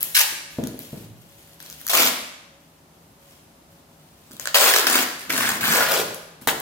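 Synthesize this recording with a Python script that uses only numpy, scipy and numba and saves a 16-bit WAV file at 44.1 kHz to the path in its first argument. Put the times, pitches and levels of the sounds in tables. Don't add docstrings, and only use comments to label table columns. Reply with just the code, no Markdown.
import sys
import numpy as np
from scipy import signal
from scipy.fft import rfft, irfft, next_fast_len
from scipy.io import wavfile
from scipy.ndimage import map_coordinates
from numba import njit

SR = 44100
rng = np.random.default_rng(int(sys.argv[2]) if len(sys.argv) > 2 else 0)


def to_wav(s):
    ch = np.atleast_2d(s).T
    pcm = np.round(np.clip(ch, -1, 1) * 32767)
    wavfile.write(sys.argv[1], SR, pcm.astype(np.int16))


def to_linear_factor(level_db):
    exponent = np.asarray(level_db, float) / 20
    return 10 ** exponent


N = 291501


def along(points, hz):
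    f, v = np.transpose(points)
    return np.interp(np.log(hz + 1), np.log(f + 1), v)


def unit(x):
    return x / np.sqrt(np.mean(x ** 2) + 1e-20)


def wobble(knots_per_s):
    knots = rng.standard_normal(int(N * knots_per_s / SR) + 4)
    return map_coordinates(knots, [np.arange(N) * knots_per_s / SR])


def filtered(x, response):
    m = next_fast_len(N + SR // 2)
    h = response(np.fft.rfftfreq(m, 1 / SR))
    h = h / np.sqrt(np.mean(abs(h) ** 2))
    return irfft(rfft(x, m) * h, m)[..., :N]


def colour(spectrum):
    return lambda hz: to_linear_factor(np.maximum(along(spectrum, hz), -100))


def above(edge_hz):
    return lambda hz: 1 / (1 + (edge_hz / (hz + 1)) ** 6)


def modes(table):
    def response(f):
        total = 0
        for k, (centre, width, db) in enumerate(table):
            loss = 1j * f * width
            total = total + (-1) ** k * to_linear_factor(db) * loss / (centre * centre - f * f + loss)
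        return total
    return response


@njit
def moving_resonance(x, step, damping):
    out, low, band = np.zeros((2, len(x))), 0., 0.
    for i in range(len(x)):
        low += step[i] * band
        high = x[i] - low - damping * band
        band += step[i] * high
        out[0, i], out[1, i] = band, high
    return out


def diffuse(pair):
    # f/Hz, left-right likeness
    likeness = [(60, 0.95), (130, 0.9), (290, 0.94), (640, 0.38), (1410, -0.11), (3100, 0.15),
                (6820, -0.083), (15000, 0.079)]

    def mixing(hz):
        turn = np.arccos(np.clip(along(likeness, hz), -1, 1)) / 2
        return np.array([np.cos(turn), np.sin(turn)])
    mid, side = filtered(pair, mixing)
    return np.array([mid + side, mid - side]) / np.sqrt(2)


def crackle(per_s, spread_db, life_s):
    starts = (rng.random(N) < per_s / SR) * to_linear_factor(spread_db * np.clip(rng.standard_normal(N), -2, 2))
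    size = signal.lfilter([1], [1, -np.exp(-1 / (life_s * SR))], starts)
    bursts = unit(size * rng.standard_normal(N))
    return unit(np.tanh(bursts / 4.6))


def strokes(rows, attack_s, release_s):
    power, since, extra, t = np.full(N, 1e-20), np.zeros(N), np.zeros(N), np.arange(N) / SR
    for start, end, db, change_db, value in rows:
        span = slice(max(round(start * SR), 0), round((end + 12 * release_s) * SR))
        age = t[span] - start
        gain = to_linear_factor(db + change_db * np.clip(age / (end - start), 0, 1)) * np.clip(age / attack_s, 0, 1)
        power[span] += (gain * np.exp(-np.maximum(t[span] - end, 0) / release_s)) ** 2
        since[span], extra[span] = age, value
    return 10 * np.log10(power), since, extra


def tones(rows, attack_s, unsteady_rad):
    level_db, _, hz = strokes(rows, attack_s, release_s=.02)
    phase = 2 * np.pi * np.cumsum(hz) / SR
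    return to_linear_factor(level_db + 4) * np.sin(phase + unsteady_rad * wobble(30))


def house():
    # f/Hz, level/dB per Hz
    air_spectrum = [(15, -52), (25, -12.5), (68, -2), (131, -8), (163, -2.5), (192, -9.5), (232, -5),
                    (445, -12), (568, -16), (634, -10), (809, -12), (2040, -21.5), (13300, -27),
                    (15200, -28), (16500, -48.5)]
    # f/Hz, level/dB
    appliances = [(161.4, -61.5), (560, -65.5), (300, -78)]
    air = diffuse(filtered(rng.standard_normal((2, N)), colour(air_spectrum)))
    t, hum = np.arange(N) / SR, 0
    for hz, db in appliances:
        hum = hum + to_linear_factor(db + 3.3 * wobble(12)) * np.sin(2 * np.pi * hz * t + 1.3 * wobble(25))
    return to_linear_factor(-55 + .7 * wobble(1.695)) * unit(air) + hum


def hands():
    # start t/s, end t/s, level/dB, change by end/dB, top/dB re level
    rustles = [(0.0, 0.135, -27.5, -15, 1), (0.5, 0.78, -42.5, -6, -9), (0.79, 1.05, -39, -9, 3),
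               (1.16, 1.55, -53, 5.5, -2), (1.59, 1.86, -42.5, 0.5, -5), (2.6, 2.8, -56, -14, -5),
               (2.92, 3.12, -62, 0, -11), (3.19, 3.3, -54, 5.5, -14), (3.3, 3.45, -45.5, -17, -16),
               (3.7, 3.8, -54, -3.5, -21), (3.88, 4.3, -60, 7.5, -20), (4.31, 4.39, -43, -10, -7),
               (4.394, 4.535, -33.5, -12, -10), (5.19, 5.26, -29.5, -14, -16), (6.41, 6.46, -39, -14, 1.5)]
    # f/Hz, level/dB per Hz
    film_spectrum = [(530, 1), (900, -1.5), (3350, 4), (4830, 0.5), (8760, 0.5), (13700, 1), (15900, 0),
                     (16500, -18)]
    # start t/s, end t/s, level/dB, change by end/dB, f/Hz
    squeaks = [
        (5.205, 5.24, -47, -5, 1730),
    ]
    level_db, _, top_db = strokes(rustles, attack_s=0.0056, release_s=0.01)
    creases = to_linear_factor(level_db - 8.0 + 0.83 * wobble(40)) * crackle(1500, spread_db=2, life_s=0.0013)
    body = filtered(creases, colour(film_spectrum))
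    top = filtered(creases * to_linear_factor(top_db - 10.0), above(8900))
    return body + top + tones(squeaks, attack_s=0.013, unsteady_rad=.6)


def snaps(events, life_s):
    t, out = np.arange(SR // 50) / SR, np.zeros((3, N + SR))
    shape = (1 - np.exp(-t / 0.000088)) * np.exp(-t / life_s)
    for s, db, body_db, top_db in events:
        puff = rng.standard_normal((2, len(t))) * shape
        puff = puff * np.linalg.norm(shape) / np.linalg.norm(puff, axis=1, keepdims=True)
        middle = np.sqrt(max(1 - to_linear_factor(top_db) ** 2, .03))
        jerk = to_linear_factor(body_db + 4.5) * (np.exp(-t / .0001) + 0.42 * puff[0])
        burst = np.array([middle * puff[0], to_linear_factor(top_db) * puff[1], jerk])
        out[:, round(s * SR):][:, :len(t)] += to_linear_factor(db) * burst
    band = lambda hz: above(2800)(hz) * (1 - above(9000)(hz))
    return filtered(out[0, :N], band) + filtered(out[1, :N], above(8500)), out[2, :N]


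def strip():
    lengths = [
        (0.16, 0.249, 2550, 626, -12.5),
        (1.88, 2.037, 1130, 240, -11.5),
        (4.552, 4.79, 600, 392, -7.5),
        (4.85, 5.035, 300, 257, -10.5),
        (5.31, 5.693, 250, 171, -7.5),
        (5.751, 5.88, 505, 550, -0.5),
        (5.883, 5.995, 640, 396, 1),
        (6.473, 6.518, 805, 503, -2.5),
    ]
    start, end, first_hz, last_hz, db = np.transpose(lengths)
    t = np.arange(N) / SR
    hz = 1 / np.interp(t, np.ravel([start, end], 'F'), 1 / np.ravel([first_hz, last_hz], 'F'))
    k = np.maximum(np.searchsorted(start, t) - 1, 0)
    slack_db, taut_s = 0.5, 0.09
    return hz, db[k] + slack_db * np.exp(-abs(t - start[k]) / taut_s)


def tape():
    # start t/s, end t/s, peel level/dB, change by end/dB, roll/dB re peel
    tugs = [(0.146, 0.18, -16.5, -4.5, 2.5), (0.185, 0.218, -17.5, -1, -1.5), (1.895, 1.93, -22.5, -4, -10),
            (1.93, 2.0, -17.5, -2.5, -2.5), (2.0, 2.09, -16.5, -8.5, -3.5), (4.544, 4.7, -17.5, -1, -2),
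            (4.7, 4.84, -20, -13, 0), (4.868, 5.035, -26.5, 0, -1), (5.293, 5.32, -28.5, -2, 1.5),
            (5.32, 5.43, -27.5, 0.5, 2), (5.43, 5.575, -25.5, -10, 3), (5.608, 5.64, -29.5, 1, 2),
            (5.64, 5.75, -26, 4, 2.5), (5.75, 5.82, -24.5, 0, 3.5), (5.82, 5.875, -24, -7.5, 3),
            (5.885, 5.95, -28.5, 4, 0), (5.95, 6.022, -26.5, -7, -3.5), (6.473, 6.515, -20.5, -13.5, 2)]
    # t/s, peak level/dB
    slip_events = [(0.1434, -18), (0.166, -9.5), (1.8936, -15), (4.5432, -4), (4.7378, -6), (4.7608, -1),
                   (4.784, -0.5), (4.7912, -6), (4.813, -16), (4.8444, 0), (4.8689, 5.5), (4.8988, -1),
                   (4.9066, -4), (4.9287, 2.5), (4.9521, -0.5), (4.979, -7), (5.026, -13), (5.2945, -20),
                   (5.3246, -9.5), (5.375, -19), (5.4898, -4), (5.6057, -16.5), (5.6373, -10),
                   (5.9178, -23), (5.9394, -31), (5.9652, -13.5), (5.9864, -13), (6.001, -33),
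                   (6.4865, -30), (6.4995, -22)]
    # t/s, peak level/dB, body/dB re snap
    snap_events = [(0.0073, -12.5, -34), (0.0148, -12, -29), (0.0294, -2, -26), (0.638, -18, -9.5),
                   (0.6717, -15.5, -17.5), (0.791, -16, -23), (1.6027, -22, -12), (1.6265, -23.5, -15),
                   (1.662, -24.5, -15), (1.7004, -19.5, -17), (1.7103, -26, -18), (1.7265, -21.5, -14),
                   (1.8057, -26, -14), (1.8141, -21, -18), (1.867, -8, -15.5), (1.8785, -11.5, -14),
                   (1.886, -9, -12), (4.3107, -29.5, -11), (4.317, -27.5, -12), (4.3325, -27, -19),
                   (4.3674, -28, -15), (4.3974, -12, -11), (4.4561, -13, -3.5), (4.4731, -7.5, -7),
                   (6.145, -10.5, -43), (6.415, -59, -27), (6.4226, -32.5, -8.5), (6.4505, -44, -12),
                   (6.4734, -12.5, 3.5), (6.6016, -13.5, -27)]
    # f/Hz, level/dB per Hz
    crack_spectrum = [(410, -2), (700, 1), (1290, -4.5), (1590, 0), (2300, -6.5), (2520, 0.5), (2810, 0),
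                      (9600, -5.5), (14800, -2.5), (15900, -2), (16500, -100)]
    # f/Hz, width/Hz, level/dB
    roll_modes = [(1040, 140, 3.5), (1616, 355, 15.5), (2312, 250, 4)]

    peel_db, since_s, roll_db = strokes(tugs, attack_s=0.0012, release_s=0.0034)
    clump_db = 0.26 * (-16.5 - peel_db)
    bite_db, bite_s = -2, 0.0027
    peel_db = peel_db + bite_db * np.exp(-since_s / bite_s)
    surge_db, surge_s = 10, .008
    onsets = [round(s * SR) for s, _ in slip_events]
    surge = np.bincount(onsets, [to_linear_factor(db / 2) for _, db in slip_events], N)
    peel_db = peel_db + surge_db * signal.lfilter([1], [1, -np.exp(-1 / (surge_s * SR))], surge)
    hz, strip_db = strip()
    clumps = to_linear_factor(np.clip(clump_db, 0, 4.5) * np.tanh(0.25 * wobble(60) + 0.65 * wobble(300)))
    force = to_linear_factor(peel_db - 1.5) * clumps * crackle(3500, spread_db=2.5, life_s=.00012)

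    snap_rows = [(s, db, body, min(-1.5 - 0.3 * (body + 15), 0)) for s, db, body in snap_events]
    snap, snap_jerk = snaps(snap_rows, life_s=0.00074)
    slip_rows = [(s, db, -11, -2.5) for s, db in slip_events]
    slip, slip_jerk = snaps(slip_rows, life_s=0.0003)
    jerk = to_linear_factor(-4.5) * snap_jerk + to_linear_factor(-7) * slip_jerk

    crack = to_linear_factor(2.5) * filtered(force, colour(crack_spectrum)) + to_linear_factor(-3.5) * snap + to_linear_factor(-10.5) * slip
    roll = filtered(force * to_linear_factor(roll_db - 0.5) + jerk, modes(roll_modes))
    step = 2 * np.sin(np.pi * hz / SR)
    drum = moving_resonance((force + 1.7 * jerk) * to_linear_factor(strip_db), step, 0.23)[0] * np.sqrt(0.52 / step)
    sound = crack + roll + drum
    for _ in range(2):
        sound = moving_resonance(sound, 0.48 * step, 2.045)[1]
    return sound


def box():
    # t/s, peak level/dB, panel/dB re knock, thud f/Hz
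    knocks = [(0.323, -35.5, -4, 335), (0.586, -10.5, -8.5, 245), (0.635, -13.5, -21, 265),
              (0.67, -27.5, -13, 243), (0.708, -32, -34, 240), (0.741, -37, 2, 253), (0.784, -39, 1.5, 283),
              (0.93, -19, -11.5, 200), (0.958, -29.5, -18, 170), (4.308, -34.5, -18, 286),
              (4.337, -34, -11, 216), (5.295, -29, -14, 277), (6.419, -29.5, -23, 226),
              (6.473, -16.5, -0.5, 270), (6.528, -21.5, -10, 360)]
    # f/Hz, width/Hz, level/dB
    box_modes = [(104.6, 12.4, -16), (180.6, 48, 2.5), (277, 51, 2.5), (316, 71, -1)]
    # f/Hz, width/Hz, level/dB
    panel_modes = [(447, 29, 9.5), (600, 150, 1.5), (698, 89, 2), (930, 140, -17)]
    # start t/s, end t/s, cavity level/dB, change by end/dB, wall/dB re cavity
    slides = [
        (0.6, 0.9, -46, -16.5, 6.5),
        (0.93, 1.06, -49.5, -8, 11),
        (1.04, 1.4, -57, -16, 7),
        (5.27, 5.4, -51.5, 0.5, 7),
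        (5.4, 5.62, -43.5, 1, 0),
        (5.65, 6.12, -48.5, -8.5, 11),
    ]
    # start t/s, end t/s, level/dB, change by end/dB, f/Hz
    rings = [
        (0.6, 0.86, -48, -8, 103),
        (0.95, 1.08, -50, 7, 107),
        (1.08, 1.37, -43, -17, 108),
    ]

    t, thud, blows = np.arange(SR // 10) / SR, np.zeros(N + SR), np.zeros((2, N))
    for s, db, panel_db, hz in knocks:
        thud[round(s * SR):][:len(t)] += to_linear_factor(db - 3.0 - 60 * t / 0.032) * np.sin(2 * np.pi * hz * t)
        blows[:, round(s * SR)] = to_linear_factor([db - 0.5, db + panel_db + 15.5])
    struck = filtered(blows[0], modes(box_modes)) + filtered(blows[1], modes(panel_modes))
    cavity_db, _, wall_db = strokes(slides, attack_s=0.012, release_s=0.017)
    rub = to_linear_factor(cavity_db - 4.0 + 2.6 * wobble(25)) * rng.standard_normal((2, N))
    cavity = filtered(rub[0], lambda hz: modes(box_modes[:1])(hz) ** 2)
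    walls = filtered(rub[1] * to_linear_factor(wall_db), modes(box_modes[1:]))
    return thud[:N] + struck + cavity + walls + tones(rings, attack_s=.03, unsteady_rad=.25)


def room(x, build_s, stretch):
    # f/Hz, t60/s
    decay = [(100, 0.63), (250, 0.47), (500, 0.73), (2000, 0.82), (5000, 0.73), (10000, 0.59),
             (16000, 0.36)]
    hz, t, z = signal.stft(rng.standard_normal((2, SR)), SR, nperseg=256)
    fall = to_linear_factor(-60 * t / stretch / along(decay, hz)[:, None])
    tail = signal.istft(z * fall, SR, nperseg=256)[1]
    tail = tail * (1 - np.exp(-(np.arange(tail.shape[1]) / SR / build_s) ** 2))
    tail = tail / np.linalg.norm(tail[0])
    return diffuse(signal.fftconvolve(x[None], tail, axes=1)[:, :N])


def ports(x):
    # t/s, left lead/samples
    position = [(0, 7.5), (5.1, 5.5), (5.28, 4.5), (5.8, 6), (5.9, -1), (6.6, 0)]
    n = np.arange(N)
    s, lead = np.transpose(position)
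    lead = np.interp(n / SR, s, lead)
    direct = np.array([map_coordinates(x, [n + k * lead], order=5) for k in (.5, -.5)])
    z = signal.stft(x, nperseg=1024)[2]
    fall = np.exp(-np.arange(256) / SR / 0.0013)
    scatter = rng.standard_normal((2, z.shape[1], 256)) * fall / np.linalg.norm(fall)
    near = signal.istft(z * rfft(scatter, 1024).transpose(0, 2, 1), nperseg=1024)[1][:, :N]
    bounce = lambda hz: 1 / (1 + (1200 / (hz + 1)) ** 4)
    return to_linear_factor(-3.0) * direct + to_linear_factor(-4) * filtered(near, bounce)


def scene():
    film, rip, thud = hands(), tape(), box()
    early = room(to_linear_factor(-9.5) * (rip + film) + to_linear_factor(-4.5) * thud, build_s=0.0091, stretch=0.12)
    late_send = to_linear_factor(-6.0) * rip + to_linear_factor(-2.0) * film + to_linear_factor(-3.0) * thud
    late = room(late_send, build_s=0.00874, stretch=1.102)
    return ports(rip + film) + thud + early + late + house()


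def band_limit(x):
    return signal.sosfilt(signal.butter(12, 17030, fs=SR, output="sos"), x)


def record(dry):
    # f/Hz, left level/dB re right
    port_tilt = [(300, 1), (1500, 0.6), (7000, 0), (10000, 2.5), (15000, 4.5)]

    def mic(hz):
        tilt = to_linear_factor(along(port_tilt, hz) * np.array([[.5], [-.5]]))
        return tilt / (1 + (70 / (hz + 1)) ** 4) ** .5 / (1 + (hz / 16200) ** 40)
    x = filtered(dry, mic)
    fade = np.exp(-1 / (.3 * SR))
    loudness = signal.lfilter([1 - fade], [1, -fade], np.mean(x ** 2, axis=0))
    x = x / (1 + loudness / to_linear_factor(-24)) ** 0.026
    return band_limit(x / (1 + abs(x) ** 6) ** (1 / 6))


dry = scene()
out = record(dry)
to_wav(out)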